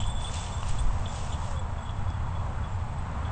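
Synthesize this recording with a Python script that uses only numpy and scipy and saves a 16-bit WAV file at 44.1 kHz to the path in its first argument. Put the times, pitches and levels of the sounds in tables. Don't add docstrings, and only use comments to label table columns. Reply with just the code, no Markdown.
import sys
import numpy as np
from scipy import signal
from scipy.fft import rfft, irfft
from scipy.io import wavfile
from scipy.ndimage import uniform_filter1d

SR = 44100
rng = np.random.default_rng(int(sys.argv[2]) if len(sys.argv) > 2 else 0)


def to_wav(s):
    ch = np.atleast_2d(s).T
    pcm = np.round(np.clip(ch, -1, 1) * 32767)
    wavfile.write(sys.argv[1], SR, pcm.astype(np.int16))


def volts_from_db(level):
    exponent = np.asarray(level, float) / 20
    return 10 ** exponent


N = 145971


def evened(x):
    return x / np.sqrt(np.mean(x ** 2) + 1e-20)


def read(points, hz):
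    f, value = np.transpose(points)
    return np.interp(np.log(hz + 1), np.log(f + 1), value)


def along(points):
    return np.interp(np.arange(N) / SR, *np.transpose(points))


def add(mix, s, sound):
    part = mix[round(s * SR):][:len(sound)]
    part += sound[:len(part)]


def colour(x, spectrum, below_db=0):
    hz = np.fft.rfftfreq(len(x), 1 / SR)
    gain_db = read(spectrum, hz) + below_db * (hz < spectrum[0][0])
    return irfft(rfft(x) * volts_from_db(gain_db), len(x))


# (frequency [Hz], density [dB per Hz])
HISS_SPECTRUM = [(1500, -0.5), (3000, -3), (5000, -7.5), (6600, -11.5), (7900, -6.5), (8600, -8.5)]


def hiss():
    hiss_db = -71
    return volts_from_db(hiss_db) * evened(colour(rng.standard_normal(N), HISS_SPECTRUM, below_db=-20.5))


# (frequency [Hz], density [dB per Hz])
ROAD_SPECTRUM = [(60, -2.5), (93, -1.5), (330, -30), (951, -18), (1770, -32.5), (3000, -42), (4400, -50.5),
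                 (8600, -71)]
# (time [s], level [dB])
CARS_PASSING = [
    (0, -0.56),
    (1.1, 0.75),
    (1.9, -0.74),
    (2.6, 1),
    (2.9, -0.55),
    (3.31, 2.5),
]
# (frequency [Hz], width [Hz], level [dB])
ENGINE_DRONES = [
    (90.6, 21.5, -38),
    (126.8, 32, -48),
    (205.8, 74, -52),
]


def traffic():
    road_db, patch_db, swell_db = -34, 0.54, 0.18
    frames, bins = N // 256 + 5, 513
    patches = uniform_filter1d(rng.standard_normal((frames, bins)), size=14, axis=0)
    patches = evened(uniform_filter1d(patches, size=10, axis=1))
    swell = evened(uniform_filter1d(rng.standard_normal(frames), size=40))[:, None]
    noise = rng.standard_normal((frames, bins)) + 1j * rng.standard_normal((frames, bins))
    noise = noise * volts_from_db(patch_db * patches + swell_db * swell)
    wash = signal.istft(noise.T, nperseg=1024, noverlap=768)[1][:N]
    out = volts_from_db(road_db + along(CARS_PASSING)) * evened(colour(wash, ROAD_SPECTRUM, below_db=-13))

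    f = np.fft.rfftfreq(N, 1 / SR)
    for drone_hz, width_hz, db in ENGINE_DRONES:
        resonance = 1 / (1 + (2 * (f - drone_hz) / width_hz) ** 2)
        out += volts_from_db(db) * evened(irfft(rfft(rng.standard_normal(N)) * resonance, N))
    return out


# (start [s], length [s], from [Hz], to [Hz], level [dB])
FAR_HOOT = (1.44, .18, 612, 505, -47)


def hoot():
    s, length, from_hz, to_hz, db = FAR_HOOT
    out, u = np.zeros(N), np.linspace(0, 1, round(length * SR))
    tone = np.sin(2 * np.pi * np.cumsum(from_hz + (to_hz - from_hz) * u) / SR)
    add(out, s, np.sqrt(2) * volts_from_db(db) * np.sin(np.pi * u) ** .4 * tone)
    return out


# (time [s], level [dB])
GUST_LEVEL = [(0, -26), (.3, -35.5), (.6, -33.5), (.76, -25), (.86, -21.5), (1, -26.5), (1.1, -38.5),
              (1.5, -32.5), (1.8, -35), (2, -34), (2.6, -36), (3.31, -39)]
# (frequency [Hz], density [dB per Hz])
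WIND_SPECTRUM = [(2.4, -37.5), (4.0, 2), (16, 7), (54, 0), (90, -12), (120, -27), (200, -120)]


def wind():
    spectrum = WIND_SPECTRUM + [(200, -33.5), (400, -83.0)]
    return volts_from_db(along(GUST_LEVEL)) * evened(colour(rng.standard_normal(N), spectrum))


# (time [s], level [dB])
HAND_MOVEMENT = [(0, -53.5), (.17, -64), (.21, -52.5), (.3, -53), (.345, -45), (.46, -49), (.57, -54.5),
                 (.66, -53), (.69, -47), (.73, -51), (.86, -57), (1.07, -56.5), (1.15, -49), (1.29, -52),
                 (1.37, -56.5), (1.44, -53), (1.53, -54.5), (1.6, -64)]
# (frequency [Hz], density [dB per Hz])
CLOTH_SPECTRUM = [(880, -35), (1500, -12.5), (1910, -12), (2670, -5.5), (3400, -6.5), (4690, -10.5),
                  (8050, -4.5), (8600, -4), (11200, -32), (18900, -120)]


def rustle():
    cloth_db, snaps_per_s, spread_db, smooth = 3, 2200, 12, 0.67
    snaps = volts_from_db(spread_db * np.minimum(rng.exponential(1, N), 3.5)) * (rng.random(N) < snaps_per_s / SR)
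    grain = rng.standard_normal(60) * np.exp(-np.arange(60) / 12)
    snaps = signal.oaconvolve(snaps, grain)[:N]
    rub = smooth * rng.standard_normal(N) + (1 - smooth) * evened(snaps)
    rub = colour(rub, [(700, -38.0)] + CLOTH_SPECTRUM, below_db=-25.0)
    return volts_from_db(along(HAND_MOVEMENT) + cloth_db) * evened(rub)


# (time [s], peak level [dB], pitch [Hz])
CASING_TICKS = [(.065, -42, 5200), (.318, -36, 6900), (0.341, -27, 7150), (0.342, -34, 3000),
                (.348, -43, 4100), (.37, -45, 4300), (.463, -35.5, 4300), (.633, -33, 7600),
                (.686, -34.5, 5900), (.702, -47, 4700), (1.16, -32, 6300), (1.208, -48, 5200),
                (1.417, -41, 6400), (1.46, -46, 4100), (1.703, -49, 6800), (1.713, -51, 4600),
                (1.744, -56, 4800), (1.908, -45, 6800), (1.993, -53, 6000), (2.103, -42.5, 4830),
                (2.454, -50, 7250), (2.462, -50, 5850), (3.115, -45, 7900)]


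def ticks():
    tick_db, t60_s, width_octaves = 5, .006, .5
    out, t, f = np.zeros(N), np.arange(1024) / SR, np.fft.rfftfreq(1024, 1 / SR) + 1
    for s, db, hz in CASING_TICKS:
        band = np.exp(-.5 * (np.log2(f / hz) / width_octaves) ** 2)
        body = evened(irfft(rfft(rng.standard_normal(len(t))) * band))
        add(out, s, np.minimum(t * 1000, 1) * volts_from_db(db + tick_db - 60 * t / t60_s) * body)
    return out


# (time [s], peak level [dB], pitch [Hz])
CASING_KNOCKS = [
    (0.296, -36.5, 1900),
    (0.631, -30.5, 2870),
    (0.63, -28, 1100),
    (2.103, -33.5, 300),
    (3.161, -37, 930),
]


def knocks():
    t60_s = .017
    out, t = np.zeros(N), np.arange(0, .06, 1 / SR)
    for s, db, hz in CASING_KNOCKS:
        fall_db = -60 * t * np.sqrt(hz / 1000) / t60_s
        add(out, s, volts_from_db(db + fall_db) * np.sin(2 * np.pi * hz * t))
    return out


# (time [s], loose-pellet level [dB], Doppler ratio)
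FLIGHT_PATH = [
    (0, -54, 1),
    (.3, -54, 1),
    (.7, -59, .997),
    (.9, -70, .992),
    (1.2, -63, .989),
    (1.7, -66, .987),
    (2.2, -69, .985),
    (3.31, -70, .988),
]
# (frequency [Hz], level [dB], T60 [s])
SHELL_MODES = [
    (3060, -9, .04),
    (3430, -5, .07),
    (3490, -5, .07),
    (7290, -9, .1),
    (7520, -10, .08),
    (7830, -9, .08),
    (8150, -8, .08),
    (8460, -14, .05),
]


def roll():
    taps_per_s, spread_db = 260, 2.8
    s, roll_db, ratio = np.transpose(FLIGHT_PATH)
    turns, out = np.cumsum(along(np.transpose([s, ratio]))) / SR, np.zeros(N)
    for hz, db, t60 in SHELL_MODES:
        taps = volts_from_db(spread_db * np.minimum(rng.exponential(1, N), 4)) * (rng.random(N) < taps_per_s / SR)
        taps = taps * np.exp(2j * np.pi * rng.random(N))
        ring = signal.lfilter([1], [1, -np.exp(-np.log(1000) / (t60 * SR))], taps)
        out += volts_from_db(db) * evened((ring * np.exp(2j * np.pi * hz * turns)).real)
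    return volts_from_db(along(np.transpose([s, roll_db]))) * out


def struck(strikes):
    s, _, ratio = np.transpose(FLIGHT_PATH)
    out = []
    for at, db, hz, ring in strikes:
        modes = np.array(SHELL_MODES)[:, 0] * np.interp(at, s, ratio)
        out.append((at, db, modes[np.argmin(abs(modes - hz))], ring))
    return out


def rings(strikes, t60, gain_db, waver_hz):
    rise_s, twin_ratio, twin_db, stop_db_per_s = .0013, 1.017, -13, -2000
    bounce_db, bounce_hz = 2, 110
    out, t = np.zeros(N), np.arange(0, .15, 1 / SR)
    b, a = signal.butter(2, bounce_hz + 2 * waver_hz, fs=SR)
    ruffle = evened(signal.lfilter(b, a, rng.standard_normal((len(strikes), 2, len(t)))))
    for (s, db, hz, length), (bounce, waver) in zip(strikes, ruffle):
        phase, twin_phase, side = rng.random(3)
        twin = twin_ratio if side < .5 else 1 / twin_ratio
        turns = np.cumsum(hz + waver_hz * waver) / SR
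        tone = np.sin(2 * np.pi * (turns + phase))
        tone += volts_from_db(twin_db) * np.sin(2 * np.pi * (twin * turns + twin_phase))
        fall_db = -60 * t / t60 + stop_db_per_s * np.maximum(t - length, 0) + bounce_db * bounce
        add(out, s, np.minimum(t / rise_s, 1) * volts_from_db(db + gain_db + fall_db) * tone)
    return out


# (time [s], peak level [dB], pitch heard [Hz], ring [s])
NEAR_STRIKES = [(.003, -44, 3420, 0.038), (.036, -41, 3430, 0.029), (.064, -38, 3430, .028),
                (.097, -39, 3490, 0.046), (.152, -42, 3430, 0.021), (.168, -39.5, 3430, .03),
                (.204, -44, 3490, .03), (.243, -35, 3430, 0.018), (.268, -37, 3490, 0.021),
                (.287, -43, 3500, 0.021), (.361, -40, 3490, .012), (.372, -38.5, 3490, 0.018),
                (.394, -45, 3480, .015), (.425, -44, 3480, .03), (.47, -50, 3490, 0.037),
                (.522, -41.5, 3490, 0.024), (.568, -44.5, 3480, 0.033), (.604, -54.5, 3480, 0.014),
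                (.696, -49, 3430, 0.028), (.729, -53.5, 3420, 0.026), (.786, -44, 3480, 0.028),
                (1.057, -43, 3440, 0.021), (1.074, -46, 3380, .015), (1.094, -45, 3430, 0.013),
                (1.142, -48, 3380, .015), (1.162, -54, 3380, 0.036), (1.299, -51, 3470, .01),
                (1.321, -46, 3430, .015), (1.341, -46, 3430, 0.026), (1.422, -49.5, 3380, .03)]
# (time [s], peak level [dB], pitch heard [Hz], ring [s])
FAR_STRIKES = [(1.561, -46, 3390, 0.018), (1.583, -45.5, 3390, 0.021), (1.78, -50, 3380, .025),
               (1.822, -53.5, 3370, .012), (1.85, -47.5, 3400, .025), (1.874, -47.5, 3400, 0.013),
               (1.892, -47, 3370, 0.022), (1.973, -53.5, 3350, 0.036), (2.073, -51.5, 3330, 0.022),
               (2.091, -48.5, 3370, .03), (2.138, -52, 3380, .035), (2.262, -55.5, 3380, 0.031),
               (2.35, -47.5, 3380, 0.026), (2.39, -55.5, 3380, .022), (2.636, -47.5, 3380, 0.023),
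               (2.672, -52, 3380, 0.0077), (2.723, -57, 3380, .04), (2.805, -59, 3390, .02),
               (2.976, -55.5, 3440, 0.017), (3.126, -59, 3440, .03), (3.249, -50.5, 3370, .04),
               (3.28, -54, 3480, .03)]
# (time [s], peak level [dB], pitch heard [Hz], ring [s])
GLANCING_STRIKES = [(.001, -41.5, 7400, .012), (.004, -42.5, 7830, 0.024), (.064, -42.5, 8150, 0.018),
                    (.067, -52, 7290, .045), (.096, -41, 8150, 0.014), (.12, -51, 7520, .03),
                    (.149, -45, 7520, .012), (.167, -49, 7290, .035), (.217, -43, 8150, .025),
                    (.225, -46.5, 8450, 0.048), (.242, -41, 8150, .02), (.267, -40, 8150, .03),
                    (.369, -45.5, 7820, 0.0088), (.404, -40, 7830, 0.016), (.521, -45.5, 7510, 0.021),
                    (.544, -41.5, 7520, 0.018), (.686, -41.5, 8120, .012), (.787, -36.5, 8120, 0.021),
                    (.786, -46.5, 7340, 0.022), (1.077, -48, 7220, .015), (1.098, -47.5, 7200, .04),
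                    (1.323, -43, 7210, .012), (1.545, -52, 8050, .024), (1.591, -44, 7740, 0.01),
                    (1.807, -55.5, 7720, .02), (1.827, -52, 7720, .022), (1.849, -56, 7750, .022),
                    (2.135, -61, 7720, .022), (2.677, -59, 7210, .035), (2.722, -52, 7310, .008),
                    (2.74, -60, 7210, .025), (2.983, -55, 8050, 0.02), (3.266, -60, 7740, .02)]
# (time [s], peak level [dB], pitch [Hz], ring [s])
HOLLOW_BLOWS = [(.001, -37, 3040, .01), (.018, -43, 2930, .012), (.034, -36, 3150, .01),
                (.072, -46, 3150, .015), (.242, -41, 3260, .01), (.266, -41, 3200, .008),
                (.463, -39, 3150, 0.0051), (.785, -41, 3380, 0.0067), (1.057, -37.5, 3290, 0.011),
                (1.063, -50, 3010, .01), (1.162, -45, 3170, .008), (1.32, -41, 3130, .01),
                (1.331, -43, 3370, 0.0085), (1.341, -42, 3135, .012), (1.86, -51, 3200, 0.013),
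                (1.892, -41, 3210, 0.0065), (3.25, -48, 3280, .02)]


def bells():
    trees_db, trees_t60_s = -16, 0.43
    dry = rings(struck(NEAR_STRIKES + FAR_STRIKES), t60=.3, gain_db=-1.5, waver_hz=18)
    dry += rings(struck(GLANCING_STRIKES), t60=.2, gain_db=-1, waver_hz=36)
    dry += rings(HOLLOW_BLOWS, t60=.08, gain_db=0, waver_hz=260)
    dry += roll()
    t = np.arange(0, .6, 1 / SR)
    tail = rng.standard_normal(len(t)) * volts_from_db(-60 * t / trees_t60_s) * np.minimum(t / 0.013, 1)
    return dry + volts_from_db(trees_db) * signal.oaconvolve(dry, tail / np.linalg.norm(tail))[:N]


def scene():
    background = hiss() + traffic() + hoot()
    handling = wind() + rustle() + ticks() + knocks()
    return (background + handling + bells())[None]


def roll_off(x):
    return signal.sosfilt(signal.butter(12, 8990, fs=SR, output="sos"), x)


def record(dry):
    top_hz, drops_per_s, drop_s, edge_hz = 8200, 26, .004, 8550
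    dry = dry * np.minimum(np.arange(N) / 90, 1)
    top = dry - signal.oaconvolve(dry, signal.firwin(301, top_hz, fs=SR)[None], "same")
    starts = 1. * (rng.random(N) < drops_per_s / SR)
    drops = signal.oaconvolve(starts, np.hanning(round(2 * drop_s * SR)), "same")
    edge = signal.firwin(1201, edge_hz, window=("kaiser", 9), fs=SR)[None]
    mix = signal.oaconvolve(dry - top * np.clip(2 * drops, 0, 1), edge, "same")
    return roll_off(mix)


dry = scene()
out = record(dry)
to_wav(out)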